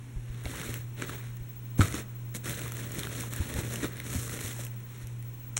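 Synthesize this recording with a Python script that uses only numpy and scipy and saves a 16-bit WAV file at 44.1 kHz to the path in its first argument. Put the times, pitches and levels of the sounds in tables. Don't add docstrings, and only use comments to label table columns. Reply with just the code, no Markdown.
import sys
import numpy as np
from scipy import signal
from scipy.fft import rfft, irfft, next_fast_len
from scipy.io import wavfile
from scipy.ndimage import map_coordinates

SR = 44100
rng = np.random.default_rng(int(sys.argv[2]) if len(sys.argv) > 2 else 0)


def waveform_to_disk(signal):
    frames = np.transpose(np.atleast_2d(signal))
    scaled = np.clip(frames, -1, 1) * 32767
    samples = np.round(scaled).astype(np.int16)
    wavfile.write(sys.argv[1], SR, samples)


N = 246783
T = np.arange(N) / SR

# f/Hz, level/dB
DRAUGHT_EQ = [(110, -54), (190, 1.5), (314, -4.5), (459, -9.5), (580, -14.5), (719, -19), (877, -11.5),
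              (1210, -16.5), (1590, -15), (1770, -15.5), (2280, -15.5), (3700, -21.5), (4840, -23),
              (5490, -21.5), (14000, -24.5)]
# t/s, level/dB
WHINE_LEVELS = [(0.03, -75), (0.78, -50), (0.92, -61), (1.2, -48), (1.24, -61), (1.49, -53.5), (2.24, -56),
                (2.3, -50.5), (4.89, -55), (5.09, -64), (5.44, -49), (5.55, -57)]
# t/s, peak/dB, f/Hz, t60/s
SOFT_BUMPS = [(0.161, -25, 43, 0.12), (0.296, -30, 48, 0.085), (0.456, -26, 71.6, 0.059),
              (0.462, -31, 650, 0.0076), (0.688, -29.5, 86, 0.057), (0.690, -33.5, 328, 0.041),
              (1.406, -32, 50, .06), (1.7931, -10.5, 190, 0.024), (1.7996, -10, 96.6, 0.14),
              (2.985, -25.5, 150, 0.016), (3.402, -18, 86, 0.08), (3.552, -26, 79, 0.16),
              (3.560, -34.5, 505, 0.058), (3.585, -20.5, 106, 0.071), (4.148, -32, 244, 0.076),
              (4.157, -22.5, 87, 0.14), (4.445, -28, 107, 0.2), (4.592, -35, 580, 0.021),
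              (5.036, -32.5, 60, 0.055)]
# t/s, length/s, scrape/dB, hiss over scrape/dB, drag over scrape/dB
HAND_STROKES = [(0.247, 0.63, -55, -9, -1.5), (0.428, 0.43, -46, -1, 1), (0.963, 0.15, -45.5, -5, 1.5),
                (1.059, 0.13, -47, -4, 1.5), (1.1, 0.26, -54, -6, -5), (1.774, 0.15, -41, 0.5, .5),
                (1.897, 0.14, -42, -1, 1.5), (2.34, 0.039, -44.5, 7.5, 3.5), (2.433, 0.14, -43, 2.5, 2.5),
                (2.487, 0.28, -45.5, -0.5, 0), (2.729, 0.2, -48, -1, 2.5), (2.884, 0.34, -46.5, -1.5, 2.5),
                (2.983, 0.027, -46, 8.5, 0), (3.102, 0.2, -44, 1, 1.5), (3.293, 0.23, -45, -1.5, -1.5),
                (3.464, 0.27, -43, -1.5, 3), (3.646, 0.29, -46.5, 1, 2.5), (3.822, 0.049, -36, -9, 2.5),
                (3.86, 0.42, -49.5, -5.5, 2), (4.03, 0.39, -48.5, 6.5, 1.5), (4.125, 0.049, -41, 2, -1),
                (4.262, 0.19, -48.5, 1, 1), (4.386, .17, -44.5, 3, -1.5), (4.538, 0.16, -51, 4.5, -0.5),
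                (4.64, 0.29, -63, -5, -1), (4.845, 0.32, -58, -1.5, -2.5)]
# f/Hz, level/dB
CLOTH_EQ = [(88, -39), (150, -2.5), (233, 0), (356, -1.5), (587, -7.5), (829, -18), (1270, -11), (1930, -9),
            (3000, -16.5), (3710, -14), (4860, -18), (5350, -20.5), (6360, -18), (8810, -17.5),
            (14800, -27)]
# t/s, peak/dB, treble over mids/dB, patch f/Hz
LOUD_CREASES = [(0.4557, -24, -10, 2200), (0.4725, -33, -2, 1440), (0.6147, -24.5, -7, 2050),
                (0.6612, -31, 6, 1560), (0.7411, -22, 4, 2710), (1.3697, -36.5, 2, 1870),
                (1.9252, -24.5, -2, 2180), (2.3493, -24, -2, 2220), (2.4954, -21, 3, 2030),
                (2.6797, -29.5, 3, 2220), (2.7204, -25, 4, 1360), (2.7688, -26.5, 4, 1800),
                (2.9197, -27, 11, 1830), (2.9472, -28, 5, 1310), (2.993, -21.5, 2, 4150),
                (2.9995, -24, 2, 1430), (3.0337, -21.5, -3, 3630), (3.0707, -23, -4, 1420),
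                (3.2074, -20.5, 8, 2380), (3.336, -23, 8, 1330), (3.363, -25, 8, 1420),
                (3.4907, -28.5, 6, 1890), (3.5405, -22, 0, 1860), (3.7377, -23.5, 14, 1180),
                (3.7584, -22.5, 3, 2880), (3.9693, -30.5, 5, 1950), (4.0013, -24.5, -2, 2100),
                (4.1452, -28, 2, 1840), (4.1522, -28, 12, 1870), (4.2952, -28.5, -10, 2000),
                (4.3905, -28, -10, 2100), (4.4801, -26, 7.5, 1750), (4.6501, -25, 16, 2640),
                (4.667, -30.5, 5, 2700), (5.0711, -32, 15, 2580), (5.2263, -37, 5, 1990)]
# t/s, peak/dB, treble edge over shell/dB, thump peak/dB
CASE_KNOCKS = [(1.0207, -22, -4.5, -33), (1.0941, -27, -13, -50), (1.8075, -15.5, -20, -23),
               (1.815, -14.5, -9.5, -36), (1.8203, -22, -1, -35), (1.942, -25, 1, -25.5),
               (3.83, -35, 1, -31), (3.8436, -30, -12, -26)]
# f/Hz, level/dB, t60/s
CASE_MODES = [(1275, 14, 0.032), (1400, -2, 0.039), (1956, -1, 0.27), (2230, 10.5, 0.036),
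              (2859, -27, 0.12), (3530, -12, 0.065), (3740, 5, 0.09), (4230, -27, 0.25), (4370, 2, 0.05)]
# t/s, peak/dB
LID_CLICKS = [(5.5645, -37), (5.567, -26), (5.569, -12.5), (5.5772, -15)]
# f/Hz, t60/s
ROOM_DECAY = [(150, 0.55), (1500, 0.42), (10000, 0.2)]


def amp(db):
    return 10 ** (np.asarray(db) / 20)


def unit(x):
    return x / np.sqrt(np.mean(x ** 2) + 1e-20)


def along(points, hz):
    freqs, values = np.transpose(points)
    return np.interp(np.log(hz + 1), np.log(freqs + 1), values)


def wobble(per_s):
    return map_coordinates(rng.standard_normal(int(N * per_s / SR) + 4), [T * per_s])


def equalise(x, gain_at):
    size = next_fast_len(len(x) + 8192)
    return irfft(rfft(x, size) * gain_at(np.fft.rfftfreq(size, 1 / SR)), size)[:len(x)]


def band(x, lo_hz, hi_hz, order=2):
    sos = signal.butter(order, [lo_hz, min(hi_hz, SR / 2 - 100)], "band", fs=SR, output="sos")
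    return signal.sosfilt(sos, x)


def place(track, start, sound, peak_db):
    part = track[round(start * SR):][:len(sound)]
    part += amp(peak_db) * sound[:len(part)] / np.abs(sound).max()


def burst(t, t60):
    return rng.standard_normal(len(t)) * amp(-60 * t / t60)


def fan(hum_hz=120.05, slip_hz=2.063, crest_s=0.32):
    mains, rotor = np.cos(2 * np.pi * np.outer([hum_hz, hum_hz - slip_hz], T - crest_s))
    hum = amp(-0.3 * wobble(3.7)) * (amp(-38) * mains + amp(-48.5) * rotor)
    air = equalise(rng.standard_normal(N), lambda hz: amp(along(DRAUGHT_EQ, hz)))
    draught = amp(-55) * unit(band(air, 118, 11400, order=3))
    rumble = amp(-53) * unit(band(rng.standard_normal(N), 7.7, 137))
    return hum + draught + rumble


def whine(tones_hz=(15733.5, 15748.1), flutter_db=3):
    strong, weak = (np.sin(2 * np.pi * hz * T + wobble(3.88)) for hz in tones_hz)
    level_db = np.interp(T, *np.transpose(WHINE_LEVELS))
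    return amp(level_db + flutter_db * wobble(60)) * unit(strong + 0.5 * weak)


def bumps(thump_hz=281.5, thump_t60=0.04):
    track, t = np.zeros(N), np.arange(SR // 3) / SR
    thumps = [(start, db, thump_hz, thump_t60) for start, _, _, db in CASE_KNOCKS]
    for start, db, hz, t60 in list(SOFT_BUMPS) + thumps:
        attack = 1 - np.exp(-t / 0.0007)
        swing = np.sin(2 * np.pi * hz * t) * amp(-60 * t / t60) * attack
        puff = band(burst(t, t60), hz, 3 * hz)
        place(track, start, unit(swing) + 0.2 * unit(puff), db)
    return track


def hand_strokes(skew=0.75, speed_exponent=0.9):
    power = np.zeros((3, N))
    for start, length, db, hiss_db, drag_db in HAND_STROKES:
        during = slice(*np.searchsorted(T, [start, start + length]))
        progress = (T[during] - start) / length
        speed = np.abs(np.sin(np.pi * progress ** skew))
        gains = amp([db, db + hiss_db, db + drag_db])
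        power[:, during] += np.outer(gains, speed ** speed_exponent) ** 2
    return np.sqrt(power)


def fibre_slips(per_s, spread_db):
    size = amp(spread_db * np.minimum(rng.exponential(size=N), 4))
    return unit((rng.random(N) < per_s / SR) * size * rng.choice([-1, 1], N))


def wrinkles(per_s, pitch_hz, cycles, spread_db):
    t = np.arange(SR // 100) / SR
    starts = np.flatnonzero(rng.random(N) < per_s / SR * amp(4 * wobble(25)))
    detune, size = rng.standard_normal((len(starts), 2)).T[:, :, None]
    hz = np.clip(pitch_hz * np.exp(0.4 * detune), 600, 13000)
    pops = amp(spread_db * np.minimum(size, 2) - 60 * t * hz / cycles) * np.sin(2 * np.pi * hz * t)
    positions = starts[:, None] + np.arange(len(t))
    return unit(np.bincount(positions.ravel(), pops.ravel(), N)[:N])


def rustle(scrape_gain, hiss_gain, drag_gain):
    friction = unit(rng.standard_normal(N) + 0.81 * fibre_slips(per_s=1000, spread_db=4))
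    friction *= amp(2.08 * wobble(70))
    cloth = equalise(friction, lambda hz: amp(along(CLOTH_EQ, hz)))
    crinkle = wrinkles(per_s=300, pitch_hz=2100, cycles=16.5, spread_db=7)
    fine_crinkle = wrinkles(per_s=260, pitch_hz=7640, cycles=7.8, spread_db=0.5)
    swish = amp(0.71 * wobble(28))
    scrape = scrape_gain * unit(unit(band(cloth, 710, 4750, order=3)) + 0.5 * crinkle)
    weave = unit(band(cloth, 5210, 19600, order=5))
    hiss = hiss_gain * unit(swish * (weave + 0.62 * fine_crinkle))
    drag = drag_gain * unit(band(cloth, 142, 814, order=3))
    heave = amp(-2) * drag_gain * unit(band(rng.standard_normal(N), 56, 143))
    return scrape + hiss + drag + heave


def creases(folds):
    track, t = np.zeros(N), np.arange(SR // 20) / SR
    for start, db, treble_db, patch_hz in folds:
        crack = burst(t, t60=0.0059) + 0.046 * burst(t, t60=0.022) + 2 * (t == 0)
        patch = np.sin(2 * np.pi * patch_hz * t) * amp(-60 * t / 0.011)
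        mids = unit(band(crack, 1340, 4940, order=3)) + unit(patch)
        treble = amp(treble_db) * unit(band(crack, 5100, 12700))
        place(track, start, mids + treble, db)
    return track


def small_creases(scrape_gain, per_s=9.8, over_scrape_db=12, treble_db=5, patch_hz=2000):
    folds = []
    for i in np.flatnonzero(rng.random(N) < per_s / SR):
        size, brightness, detune = rng.standard_normal(3)
        peak_db = 20 * np.log10(scrape_gain[i] + 1e-9) + over_scrape_db + 2 * size
        folds.append((T[i], peak_db, treble_db + 5 * brightness, patch_hz * np.exp(0.28 * detune)))
    return creases(folds)


def case_knocks():
    track, t = np.zeros(N), np.arange(SR // 4) / SR
    for start, db, edge_db, _ in CASE_KNOCKS:
        ring = np.zeros(len(t))
        for hz, mode_db, t60 in CASE_MODES:
            envelope = amp(mode_db + 2.5 * rng.standard_normal() - 60 * t / t60)
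            gripped_hz = hz * (1 + 0.016 * rng.standard_normal())
            ring += envelope * np.sin(2 * np.pi * (gripped_hz * t + rng.random()))
        crack = burst(t, t60=0.012) + 0.063 * burst(t, t60=0.13)
        shell = unit(band(crack, 1195, 1610)) + 0.57 * unit(band(crack, 2040, 5140))
        edge = amp(edge_db) * unit(band(crack, 5000, 7700))
        place(track, start, shell + edge + 0.59 * unit(ring), db)
    return track


def lid_clicks():
    track, t = np.zeros(N), np.arange(SR // 20) / SR
    for start, db in LID_CLICKS:
        crack = burst(t, t60=0.0093) + 0.043 * burst(t, t60=0.065)
        tick = unit(band(crack, 5100, 7860)) + 0.5 * unit(band(crack, 240, 4200))
        place(track, start, tick, db)
    return track


def room(send):
    hz, t, spectrum = signal.stft(rng.standard_normal(SR // 2), SR, nperseg=256)
    decay = amp(-60 * t / along(ROOM_DECAY, hz)[:, None])
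    tail = signal.istft(spectrum * decay, SR, nperseg=256)[1]
    predelayed = np.pad(send, (SR // 200, 0))
    return signal.fftconvolve(predelayed, tail / np.linalg.norm(tail))[:N]


def scene():
    scrape_gain, hiss_gain, drag_gain = hand_strokes()
    bag = rustle(scrape_gain, hiss_gain, drag_gain) + creases(LOUD_CREASES) + small_creases(scrape_gain)
    plastic = case_knocks() + lid_clicks()
    thuds = bumps()
    reverb = room(amp(-13.5) * bag + amp(-14.5) * plastic + amp(-29) * thuds)
    return (bag + plastic + thuds + reverb + fan() + whine())[None]


def record(dry):
    low_cut_hz, top_hz = 17.6, 15850
    notch_hz, half_width_hz, depth_db = 4800, 254, 16

    def response(hz):
        notch = amp(-depth_db / (1 + ((hz - notch_hz) / half_width_hz) ** 2))
        return notch * (hz < top_hz)

    thinned = band(dry[0], low_cut_hz, SR / 2, order=1)
    return equalise(thinned, response)[None]


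dry = scene()
out = record(dry)
waveform_to_disk(out)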